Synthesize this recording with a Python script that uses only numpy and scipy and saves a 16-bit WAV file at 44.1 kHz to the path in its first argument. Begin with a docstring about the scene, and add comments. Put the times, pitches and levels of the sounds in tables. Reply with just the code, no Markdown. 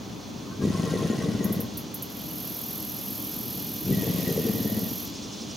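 """An alligator bellows twice at the weedy edge of a pond: a roar, then deep throbs that gradually slow,
over a fluttering growl, with a thin wheeze and a patter of water shaken off its back. Its folds flap
and ring chest and throat; air forced through a narrow passage wheezes. A katydid close by ticks, then
buzzes, rasping file teeth over its wing. Farther off: an insect chorus, a pulsing trill, a low rumble."""
import sys
import numpy as np
from scipy import signal
from scipy.fft import rfft, irfft, next_fast_len
from scipy.io import wavfile
from scipy.ndimage import uniform_filter1d, map_coordinates

SR = 44100
rng = np.random.default_rng(int(sys.argv[2]) if len(sys.argv) > 2 else 0)


def log_audio(samples):
    """Write samples as a 16-bit WAV file to the path given in sys.argv[1]."""
    # one column per channel
    frames = np.atleast_2d(samples).T
    # limit to full scale, then quantise
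    limited = np.clip(frames, -1, 1)
    pcm = np.round(limited * 32767).astype(np.int16)
    wavfile.write(sys.argv[1], SR, pcm)


N = 245195

# crest of each bellow's opening roar: t/s, level/dB
BELLOWS = [(0.6568, 0), (3.913, -0.5)]
# chest throbs, slower and higher as the air runs out: t/s, f/Hz, level/dB
THROBS = [(0.705, 185, -16), (0.751, 189, -17), (0.798, 169, -16.5), (.840, 176, -16.5), (0.877, 165, -30),
          (0.923, 159, -19), (.963, 185, -18), (1.010, 211, -21), (1.052, 165, -17.5), (1.103, 220, -16),
          (1.149, 192, -33), (1.19, 217, -22), (1.241, 172, -19), (1.290, 196, -17.5), (1.351, 204, -18),
          (1.408, 197, -21), (1.454, 194, -16), (1.509, 198, -16.5), (1.568, 179, -19), (1.596, 200, -20),
          (1.646, 230, -25.5), (1.726, 218, -27.5), (3.975, 183, -16.5), (4.022, 182, -22),
          (4.069, 168, -20), (4.102, 168, -15.5), (4.148, 172, -17), (4.191, 177, -19), (4.231, 174, -21.5),
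          (4.276, 171, -19), (4.316, 161, -19.5), (4.365, 197, -21), (4.403, 164, -19.5), (4.454, 225, -19),
          (4.499, 198, -17.5), (4.551, 209, -20), (4.606, 188, -17.5), (4.657, 202, -17.5),
          (4.721, 209, -19.5), (4.776, 211, -18), (4.833, 186, -22), (4.918, 247, -33)]
# croaks, the throat opening and ringing out: t/s, level/dB
CROAKS = [(.68, -26.5), (0.811, -30), (.857, -28.5), (.939, -18.5), (1.027, -21), (1.116, -23),
          (1.208, -27), (1.262, -25.5), (1.414, -26.5), (1.47, -33), (1.505, -29), (1.594, -29),
          (3.962, -31), (4.034, -26), (4.079, -23.5), (4.145, -31), (4.235, -28), (4.292, -21),
          (4.379, -19), (4.471, -22), (4.563, -32), (4.589, -36), (4.66, -30), (4.79, -33)]


def alligator():
    """Both bellows with their echoes, a little to the left; the lows reach both ears alike."""
    voice = roars() + throbs() + croaks() + growl() + squeaks() + whistle() + wheeze()
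    voice = voice + from_db(-11) * banks(voice, t60_s=.65, delay_s=.008)
    lows = signal.sosfilt(signal.butter(1, 130, fs=SR, output="sos"), voice)
    return lows + pan(voice - lows, left_db=3)


def roars():
    """Seven hard beats of the folds rise to a crest and die down, each ringing a little differently."""
    modes = [(165, 120, 3), (335, 157, -5)]  # f/Hz, width/Hz, gain/dB
    beat_hz, crest_db, taper_db = 65.5, -12.5, 1.4
    out = np.zeros(N)
    for crest_s, db in BELLOWS:
        for beat in range(-3, 4):
            detuned = [(hz * (1 + .1 * rng.normal()), width, gain) for hz, width, gain in modes]
            beat_db = crest_db + db - taper_db * beat ** 2
            add(out, crest_s + beat / beat_hz, beat_db, *flap(detuned, muffle_hz=468))
    return out


def throbs():
    """The folds knock on the chest: a strong flap between two weak ones, in step with its ring."""
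    chest_width_hz = 105
    belly_mode = (130, 61, -7)  # f/Hz, width/Hz, gain/dB
    out = np.zeros(N)
    for s, hz, db in THROBS:
        pulse = flap([(hz, chest_width_hz, 0), belly_mode], muffle_hz=406)
        gap_s = 2 / hz
        add(out, s - gap_s, db - 9.5, *pulse)
        add(out, s, db, *pulse)
        add(out, s + gap_s, db - 8.5, *pulse)
    return out


def croaks():
    """Quick runs of three weakening flaps knock on the throat."""
    throat_modes = [(448, 63, 6), (393, 90, 3.5), (418, 239, -5), (656, 270, -19.5)]  # f/Hz, width/Hz, gain/dB
    gap_s, loss_db = .0175, 5
    pulse = flap(throat_modes, muffle_hz=660)
    out = np.zeros(N)
    for s, db in CROAKS:
        for k in range(3):
            add(out, s + k * gap_s * rng.uniform(.96, 1.05), db - k * loss_db, *pulse)
    return out


def flap(modes, muffle_hz):
    """One rounded pressure pulse ringing in soft tissue, height 1, and the sample of its crest."""
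    pulse = body(soften(signal.unit_impulse(SR // 20), muffle_hz), modes)
    envelope = np.abs(signal.hilbert(pulse))
    return pulse / envelope.max(), np.argmax(envelope)


def growl():
    """Fluttering airflow drives a narrow passage, and chest and throat, which surge with each throb."""
    chest_modes = [(65.8, 14, -15.5), (119.6, 30, 1), (142.5, 20, 3.5), (200, 65, -8.5), (265, 122, -5)]  # f/Hz, width/Hz, gain/dB
    throat_modes = [(391.5, 50, 6), (458, 33, 13.5), (491, 263, 11), (616, 83, 2.5), (1020, 1150, -15)]  # f/Hz, width/Hz, gain/dB
    passage_modes = [(1134, 150, -1.2), (1903, 260, 0.24)]  # f/Hz, width/Hz, gain/dB
    push = effort()
    surge = np.maximum(sum(bump(s, half_s=.0155) for s, *_ in THROBS), from_db(-9.5))
    roar_gusts = from_db(-28.5) * sum(bump(s - .015, half_s=.045) for s, _ in BELLOWS)
    croak_rasp = sum(from_db(db - 19.5) * bump(s, half_s=.019) for s, db in CROAKS)
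    chest_gain = np.hypot(from_db(-32) * push * surge, roar_gusts)
    throat_gain = np.hypot(from_db(-40) * push * surge ** (1 / 3), croak_rasp)
    flow = flutter(flap_hz=66.06, jitter=.25, uneven_db=3.5)
    chest = chest_gain * steady(body(soften(flow, corner_hz=410), chest_modes))
    throat = throat_gain * steady(body(flow, throat_modes))
    # the passage quivers, bending pitch and level
    quiver = drift(16.63)
    passage = np.interp(np.cumsum(1 + .018 * quiver), np.arange(N), steady(body(flow, passage_modes)))
    return chest + throat + from_db(-54.5 - 2 * np.tanh(quiver)) * push * passage


def flutter(flap_hz, jitter, uneven_db):
    """Slack folds flap at an uneven rate; each flap lets through a puff of turbulent air."""
    cycles = np.cumsum(flap_hz * np.exp(jitter * drift(40))) / SR
    flaps = np.diff(np.floor(cycles), prepend=0) * from_db(uneven_db * np.tanh(drift(55)))
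    puffs = np.exp(-2 * (cycles % 1)) * rng.standard_normal(N)
    return rms_one(flaps) + rms_one(puffs)


def effort():
    """Gain of the breath in each bellow: hard push, long hold, quick fade."""
    push = [(-.06, -18), (-.01, -11), (.08, -0.5), (.8, 0), (.92, -2.5), (1.0, -6), (1.15, -43)]  # t/s from the roar's crest, level/dB
    return sum(gain_curve(np.array(push) + [s, db]) for s, db in BELLOWS)


def squeaks():
    """Wheeze and whistle sharpen to brief gliding notes."""
    events = [(.53, 1540, -500, -50), (.625, 1620, 2500, -48), (.628, 1125, -2000, -45),
              (.655, 1940, 0, -47.5), (.695, 1920, -1000, -47), (.79, 2030, 1000, -46),
              (.745, 1085, -1000, -42), (.76, 1536, 1500, -51), (.795, 1105, -600, -41),
              (.825, 1540, 2500, -50), (.888, 1040, -600, -38), (.89, 1364, 2500, -42),
              (.92, 1580, 500, -44), (.932, 1384, -1500, -48), (.987, 1880, 2003, -47),
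              (1.012, 1065, -1000, -47), (1.05, 1330, -3, -46), (1.10, 1410, 2004, -47),
              (1.12, 1860, -1000, -42.5), (1.14, 1050, -500, -42), (1.21, 1895, -2000, -45),
              (1.215, 1050, 5, -46), (1.22, 1550, -2, -50), (1.412, 1925, -4500, -44),
              (1.455, 1545, 0, -56), (3.938, 1940, 1200, -40), (4.0, 1890, -500, -42),
              (4.172, 1090, -1000, -46), (4.25, 1860, 2495, -49), (4.285, 1910, -2500, -39.5),
              (4.575, 1904, 1503, -48), (4.685, 1870, 1002, -46)]  # t/s, f/Hz, glide/(Hz/s), level/dB
    return notes(events, half_s=.018, rasp=.014)


def whistle():
    """Thin, rough partials waver together over the first bellow."""
    partials = [(1064, 9.5, -45.5), (1355, 179.5, -54), (1596, -20, -60)]  # f/Hz at the crest, glide/(Hz/s), level/dB
    crest_s, flicker_db = .88, 5
    age_s = seconds() - crest_s
    waver = 1 + .0194 * drift(14.3)
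    tone = 0
    for hz, glide, db in partials:
        pitch_hz = (hz + glide * age_s) * waver * (1 + .0383 * drift(204))
        tone = tone + from_db(db + flicker_db * np.tanh(drift(22))) * sine(pitch_hz)
    roughness = 1 + .55 * drift(80)
    return swell(.47, crest_s, 1.65, rise_db=6.6, fall_db=5.2) * tone * roughness


def wheeze():
    """Air forced through a narrow passage sings one rough note that dies as the push slackens."""
    pitch_hz = 1925 * (1 + .018 * drift(15.83) + .026 * drift(202))
    gain = effort() ** 2 * from_db(-53.5 + 5 * np.tanh(drift(19)))
    roughness = 1 + .55 * drift(80)
    return gain * roughness * sine(pitch_hz)


def spray():
    """Water dances on the shaking back: a fizz, a patter and a few larger drops."""
    shakes = [(0.626, 0.913, 1.63, 3, 7.5, -43), (3.875, 4.213, 4.65, 3.5, 8.5, -41.5)]  # start/s, crest/s, end/s, rise/dB, fall/dB, level/dB
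    spectrum = [(900, -17), (2500, 6.5), (3500, 5.5), (4800, 3), (6500, 2.5), (7800, -6.5), (9600, -2.5),
                (12000, -6.5), (13500, -19), (16000, -26)]  # f/Hz, level/dB
    gain = sum(from_db(db) * swell(*shape) for *shape, db in shakes)
    spatter = from_db(4 * np.minimum(drift(320), 2))
    fizz = rms_one(stereo_noise(side_db=-6.5) * spatter)
    patter = from_db(-5) * droplets(per_s=800, t60_cycles=50)
    return gain * colour(fizz + patter, spectrum) + from_db(-3) * drops(t60_s=.021)


def droplets(per_s, t60_cycles):
    """Tiny drops of uneven size fall at random, each ringing at one of 16 pitches; rms 1."""
    sizes = from_db(5 * np.minimum(rng.exponential(1, N), 2.5)) * rng.choice([-1, 1], N)
    impacts = sizes * (rng.random(N) < per_s / SR)
    pitches_hz = np.geomspace(3000, 15000, 16)
    pitch_index = rng.integers(0, len(pitches_hz), N)
    patter = 0
    for k, hz in enumerate(pitches_hz):
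        radius, angle = from_db(-60 * hz / (t60_cycles * SR)), 2 * np.pi * hz / SR
        feedback = [1, -2 * radius * np.cos(angle), radius ** 2]
        hits = impacts * (pitch_index == k) + 1e-18
        patter = patter + hz * signal.lfilter([0, np.sin(angle)], feedback, hits)
    return rms_one(patter)


def drops(t60_s):
    """Larger drops land with a bright splat and a short ring."""
    landings = [(0.6978, -32), (0.7721, -33), (0.821, -29), (0.854, -28), (0.904, -31), (0.9228, -37),
                (0.937, -33), (0.9887, -40), (1.078, -29), (1.1667, -35), (1.221, -32), (1.3174, -41)]  # t/s, level/dB
    out, age_s = np.zeros(N), np.arange(SR // 30) / SR
    highpass = signal.butter(2, 4500, "high", fs=SR, output="sos")
    for s, db in landings:
        splat = signal.sosfilt(highpass, rng.standard_normal(len(age_s)) * from_db(-60 * age_s / t60_s))
        ring = resonate(splat, hz=6070 * rng.uniform(.87, 1.13), width_hz=710)
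        drop = rms_one(ring) + from_db(-5) * rms_one(splat)
        add(out, s, db, drop / np.abs(drop).max(), 0)
    return out


def katydid():
    """File teeth rasp over the wing, among reeds: lone ticks, then a buzz."""
    song = wing_ticks(scrape_s=.0105, tail_t60_s=.19) + wing_buzz(stroke_hz=42.7)
    return pan(reeds(song, t60_s=.12, echo_db=-13), left_db=-1.5)


def wing_ticks(scrape_s, tail_t60_s):
    """Lone wing strokes, each a scrape with a short tail."""
    ticks = [(1.443, -31.5), (1.524, -31.5), (1.6035, -32), (1.738, -55), (1.773, -31), (1.909, -59),
             (1.9417, -30.5), (2.0233, -31.5)]  # t/s, level/dB
    spectrum = [(5000, -29), (8500, -21), (10000, -9.5), (11500, 3), (12700, 3), (13800, 0), (15000, -6),
                (16000, -3)]  # f/Hz, level/dB
    age_s = np.arange(SR // 4) / SR
    scrape = np.exp(-(age_s / scrape_s) ** 4)
    stroke = np.hypot(scrape, from_db(-3 - 60 * age_s / tail_t60_s))
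    gain = np.zeros(N)
    for s, db in ticks:
        add(gain, s, db, stroke, 0)
    return gain * colour(stereo_noise(side_db=-11), spectrum)


def wing_buzz(stroke_hz):
    """An unbroken run of wing strokes swells, holds and stops short."""
    spectrum = [(6000, -21), (8400, -24), (9900, -16.5), (10300, -11.5), (11600, -3), (12450, -3),
                (13200, 2), (13900, -20), (14900, -7.5), (15500, -10), (16000, -28)]  # f/Hz, level/dB
    start_s, attack_s, stop_s = 2.103, .33, 5.04
    hold_db, rise_db, release_db_per_s = -36.5, 8, 248
    gain = gain_curve([(start_s, hold_db - rise_db), (start_s + attack_s, hold_db),
                       (stop_s, hold_db), (stop_s + .5, hold_db - .5 * release_db_per_s)])
    # each stroke crosses the same teeth; unsteady wing speed blurs the repeat
    repeat = np.resize(rng.standard_normal(round(SR / stroke_hz)), N)
    repeat = map_coordinates(repeat, [np.arange(N) + .9 * drift(5)], order=3, mode="nearest")
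    rasp = stereo_noise(side_db=-6.5) + .7 * repeat
    teeth = rms_one(colour(rasp, spectrum) + from_db(-10.5) * wing_ring(rasp, width_hz=520))
    pulsing = strokes(stroke_hz, crest_s=2.0543, half_cycles=.16, floor_db=-6.5)
    return gain * pulsing * from_db(.36 * drift(5.2)) * teeth


def wing_ring(rasp, width_hz):
    """The wing's sharp resonance rises, then sags, with its tension; rms 1."""
    glide = [(2.702, 12200), (3.15, 12860), (3.7, 12000), (4.3, 12160), (5.1, 12100)]  # t/s, f/Hz
    centre_hz = np.interp(seconds(), *np.transpose(glide))
    carrier = np.exp(2j * np.pi * np.cumsum(centre_hz) / SR)
    lowpass = signal.butter(2, width_hz / 2, fs=SR, output="sos")
    return rms_one((signal.sosfilt(lowpass, rasp / carrier) * carrier).real)


def chorus():
    """Many far insects merge into a flickering hiss among the reeds."""
    levels = [(0, -48.5), (1.0, -48), (1.8, -46), (4.5, -42.5), (5.56, -42.5)]  # t/s, level/dB
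    spectrum = [(1500, -53), (2300, -5), (2650, -1), (2880, 4), (3100, 1.5), (3400, 5), (3700, 2),
                (4030, 4.5), (4180, 3), (4350, 4.5), (4900, 1.5), (5450, 1.5), (6200, 3.5), (7000, -2),
                (7700, -11.5), (9000, -12.5), (12000, -18.5)]  # f/Hz, level/dB
    hiss = gain_curve(levels) * colour(stereo_noise(side_db=-12), spectrum)
    return reeds(hiss * from_db(.5 * drift(14)), t60_s=.035, echo_db=-11)


def trill():
    """One distant insect's pulsing wing strokes emerge and grow louder."""
    levels = [(0, -62), (1.9, -59), (2.7, -54), (4.5, -51.5), (5.56, -49)]  # t/s, level/dB
    modes = [(5730, 110, 20.5), (5060, 120, 15), (5280, 130, 18), (6210, 140, 6.5), (5920, 2700, 8)]  # f/Hz, width/Hz, gain/dB
    pulsing = strokes(rate_hz=11.53, crest_s=2.99, half_cycles=.17, floor_db=-15)
    return gain_curve(levels) * pulsing * steady(body(rng.standard_normal(N), modes))


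def peeps():
    """Small creatures peep faintly in the weeds."""
    events = [(.652, 6850, -4000, -48), (1.11, 6800, 0, -43), (1.44, 6640, 6000, -40), (1.72, 2950, 1, -58),
              (2.04, 2930, -1500, -47), (2.21, 3050, -1500, -50), (2.31, 2980, -1500, -48),
              (3.08, 2890, -1500, -48), (3.6, 2950, -1500, -49), (4.74, 2950, -1500, -47),
              (5.17, 2950, -1500, -50)]  # t/s, f/Hz, glide/(Hz/s), level/dB
    return notes(events, half_s=.013, rasp=.028)


def rumble():
    """Low noise that swells and wavers."""
    levels = [(0, -37.5), (.5, -37), (1.0, -32.5), (1.7, -36.5), (2.05, -39.5), (2.8, -37.5), (3.3, -39),
              (4.4, -35.5), (5.1, -38.5), (5.56, -38.5)]  # t/s, level/dB
    spectrum = [(25, -38), (38, -28), (50, -13.5), (65, -5.5), (90, -3), (125, 2.5), (155, 0), (190, 4.5),
                (230, 6), (265, 0), (300, 5), (350, -8), (420, -4.5), (520, -38), (900, -43)]  # f/Hz, level/dB
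    return gain_curve(levels) * colour(stereo_noise(side_db=-10.5), spectrum) * from_db(drift(8.7))


def wash():
    """Steady far noise."""
    spectrum = [(300, 2), (500, 5), (700, 2), (1100, -1), (1600, -8.5), (2500, -9.5), (8000, -30.5),
                (16000, -18.5)]  # f/Hz, level/dB
    return from_db(-45) * colour(stereo_noise(side_db=-3), spectrum)


def banks(x, t60_s, delay_s):
    """Scattered echoes from banks and trees, partly alike in both ears."""
    age_s = seconds()[:SR]
    echoes = stereo_noise(side_db=-1)[:, :SR] * from_db(-60 * age_s / t60_s) * (age_s > delay_s)
    return signal.fftconvolve(x[None], echoes / np.sqrt(np.sum(echoes ** 2) / 2), axes=1)[:, :N]


def reeds(x, t60_s, echo_db):
    """Nearby stems add quick echoes that ripple the spectrum."""
    age_s = seconds()[:SR // 5]
    echoes = rng.standard_normal((2, len(age_s))) * from_db(-60 * age_s / t60_s)
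    wet = signal.fftconvolve(x, echoes / np.sqrt(np.sum(echoes ** 2) / 2), axes=1)[:, :N]
    return (x + from_db(echo_db) * wet) / np.hypot(1, from_db(echo_db))


def strokes(rate_hz, crest_s, half_cycles, floor_db):
    """Regular swells of an insect's wing strokes; rms 1."""
    phase = ((seconds() - crest_s) * rate_hz + .5) % 1 - .5
    return rms_one(np.sqrt(np.exp(-(phase / half_cycles) ** 2) + from_db(floor_db) ** 2))


def notes(rows, half_s, rasp):
    """Brief, slightly rough notes that slide in pitch."""
    out, age_s = np.zeros(N), np.arange(-SR // 16, SR // 16) / SR
    roughness = 1 + rasp * drift(264)
    for s, hz, glide, db in rows:
        pitch_hz = (hz + glide * age_s) * roughness[int(s * SR):][:len(age_s)]
        add(out, s, db, np.exp(-(age_s / half_s) ** 2) * sine(pitch_hz), len(age_s) // 2)
    return out


def soften(x, corner_hz):
    """Thick tissue and water muffle the top."""
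    return signal.sosfilt(signal.butter(4, corner_hz, fs=SR, output="sos"), x)


def body(x, modes):
    """Resonances in parallel."""
    return sum(from_db(db) * resonate(x, hz, width_hz) for hz, width_hz, db in modes)


def resonate(x, hz, width_hz):
    """A resonance applied twice: steep skirts, peak gain 1."""
    r = np.exp(-np.pi * width_hz / SR)
    section = [(1 - r * r) / 2, 0, -(1 - r * r) / 2, 1, -2 * r * np.cos(2 * np.pi * hz / SR), r * r]
    return signal.sosfilt([section, section], x + 1e-18)


def colour(x, points):
    """Shape a spectrum through (f/Hz, level/dB) points, rolling off below the first; rms 1."""
    hz, db = np.transpose(points)
    size = next_fast_len(N)
    bins_hz = np.maximum(np.fft.rfftfreq(size, 1 / SR), 1)
    rolloff = np.minimum(bins_hz / hz[0], 1) ** 2
    gain = rolloff * from_db(np.interp(np.log(bins_hz), np.log(hz), db))
    return rms_one(irfft(rfft(x, size) * gain, size)[..., :N])


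def stereo_noise(side_db):
    """White noise, partly unlike in the two ears."""
    mid, side = rng.standard_normal((2, N))
    return rms_one(mid + from_db(side_db) * side * np.array([[1], [-1]]))


def drift(rate_hz):
    """Smooth random wander; rms 1."""
    hop, settle = 40, 2000
    r = np.exp(-2 * np.pi * rate_hz * hop / SR)
    slow = signal.lfilter([1], [1, -2 * r, r * r], rng.standard_normal(N // hop + settle + 2))[settle:]
    return np.interp(np.arange(N) / hop, np.arange(len(slow)), rms_one(slow))


def gain_curve(points):
    """Gain through (t/s, level/dB) points, fading out over 20 ms beyond the ends."""
    s, db = np.transpose(points)
    t = seconds()
    inside = np.clip(np.minimum(t - s[0], s[-1] - t) * 50 + 1, 0, 1)
    return inside * from_db(np.interp(t, s, db))


def swell(start_s, crest_s, end_s, rise_db, fall_db):
    """Gain that rises to 1 and sinks again."""
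    return gain_curve([(start_s, -rise_db), (crest_s, 0), (end_s, -fall_db)])


def bump(s, half_s):
    """Gaussian of height 1 at time s."""
    return np.exp(-np.minimum(((seconds() - s) / half_s) ** 2, 50))


def add(track, s, db, pulse, crest):
    """Mix in a pulse with its sample `crest` at time s."""
    at = int(s * SR) - crest
    track[at:at + len(pulse)] += from_db(db) * pulse[:N - at]


def pan(x, left_db):
    """Place a sound by its left-right level difference."""
    return x * from_db(np.array([[.5], [-.5]]) * left_db)


def steady(x):
    """Even out slow swells; rms 1."""
    return x / np.sqrt(uniform_filter1d(x * x, size=SR // 14) + 1e-12)


def sine(pitch_hz):
    """Sine that follows a pitch curve."""
    return np.sin(2 * np.pi * np.cumsum(pitch_hz) / SR)


def from_db(db):
    """Decibels to gain."""
    return np.exp(np.asarray(db) * (np.log(10) / 20))


def rms_one(x):
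    """Scale to unit rms."""
    return x / np.sqrt(np.mean(x ** 2) + 1e-20)


def seconds():
    """Time of every sample."""
    return np.arange(N) / SR


def scene():
    """The alligator amid the life of the pond."""
    near = alligator() + katydid() + spray()
    far = pan(rumble(), left_db=1.5) + pan(wash() + chorus() + trill() + peeps(), left_db=-1.5)
    return near + far


def record(dry):
    """Steep low-pass at 15.9 kHz."""
    return signal.sosfilt(signal.ellip(12, .1, 80, 15900, fs=SR, output="sos"), dry)


dry = scene()
out = record(dry)
log_audio(out)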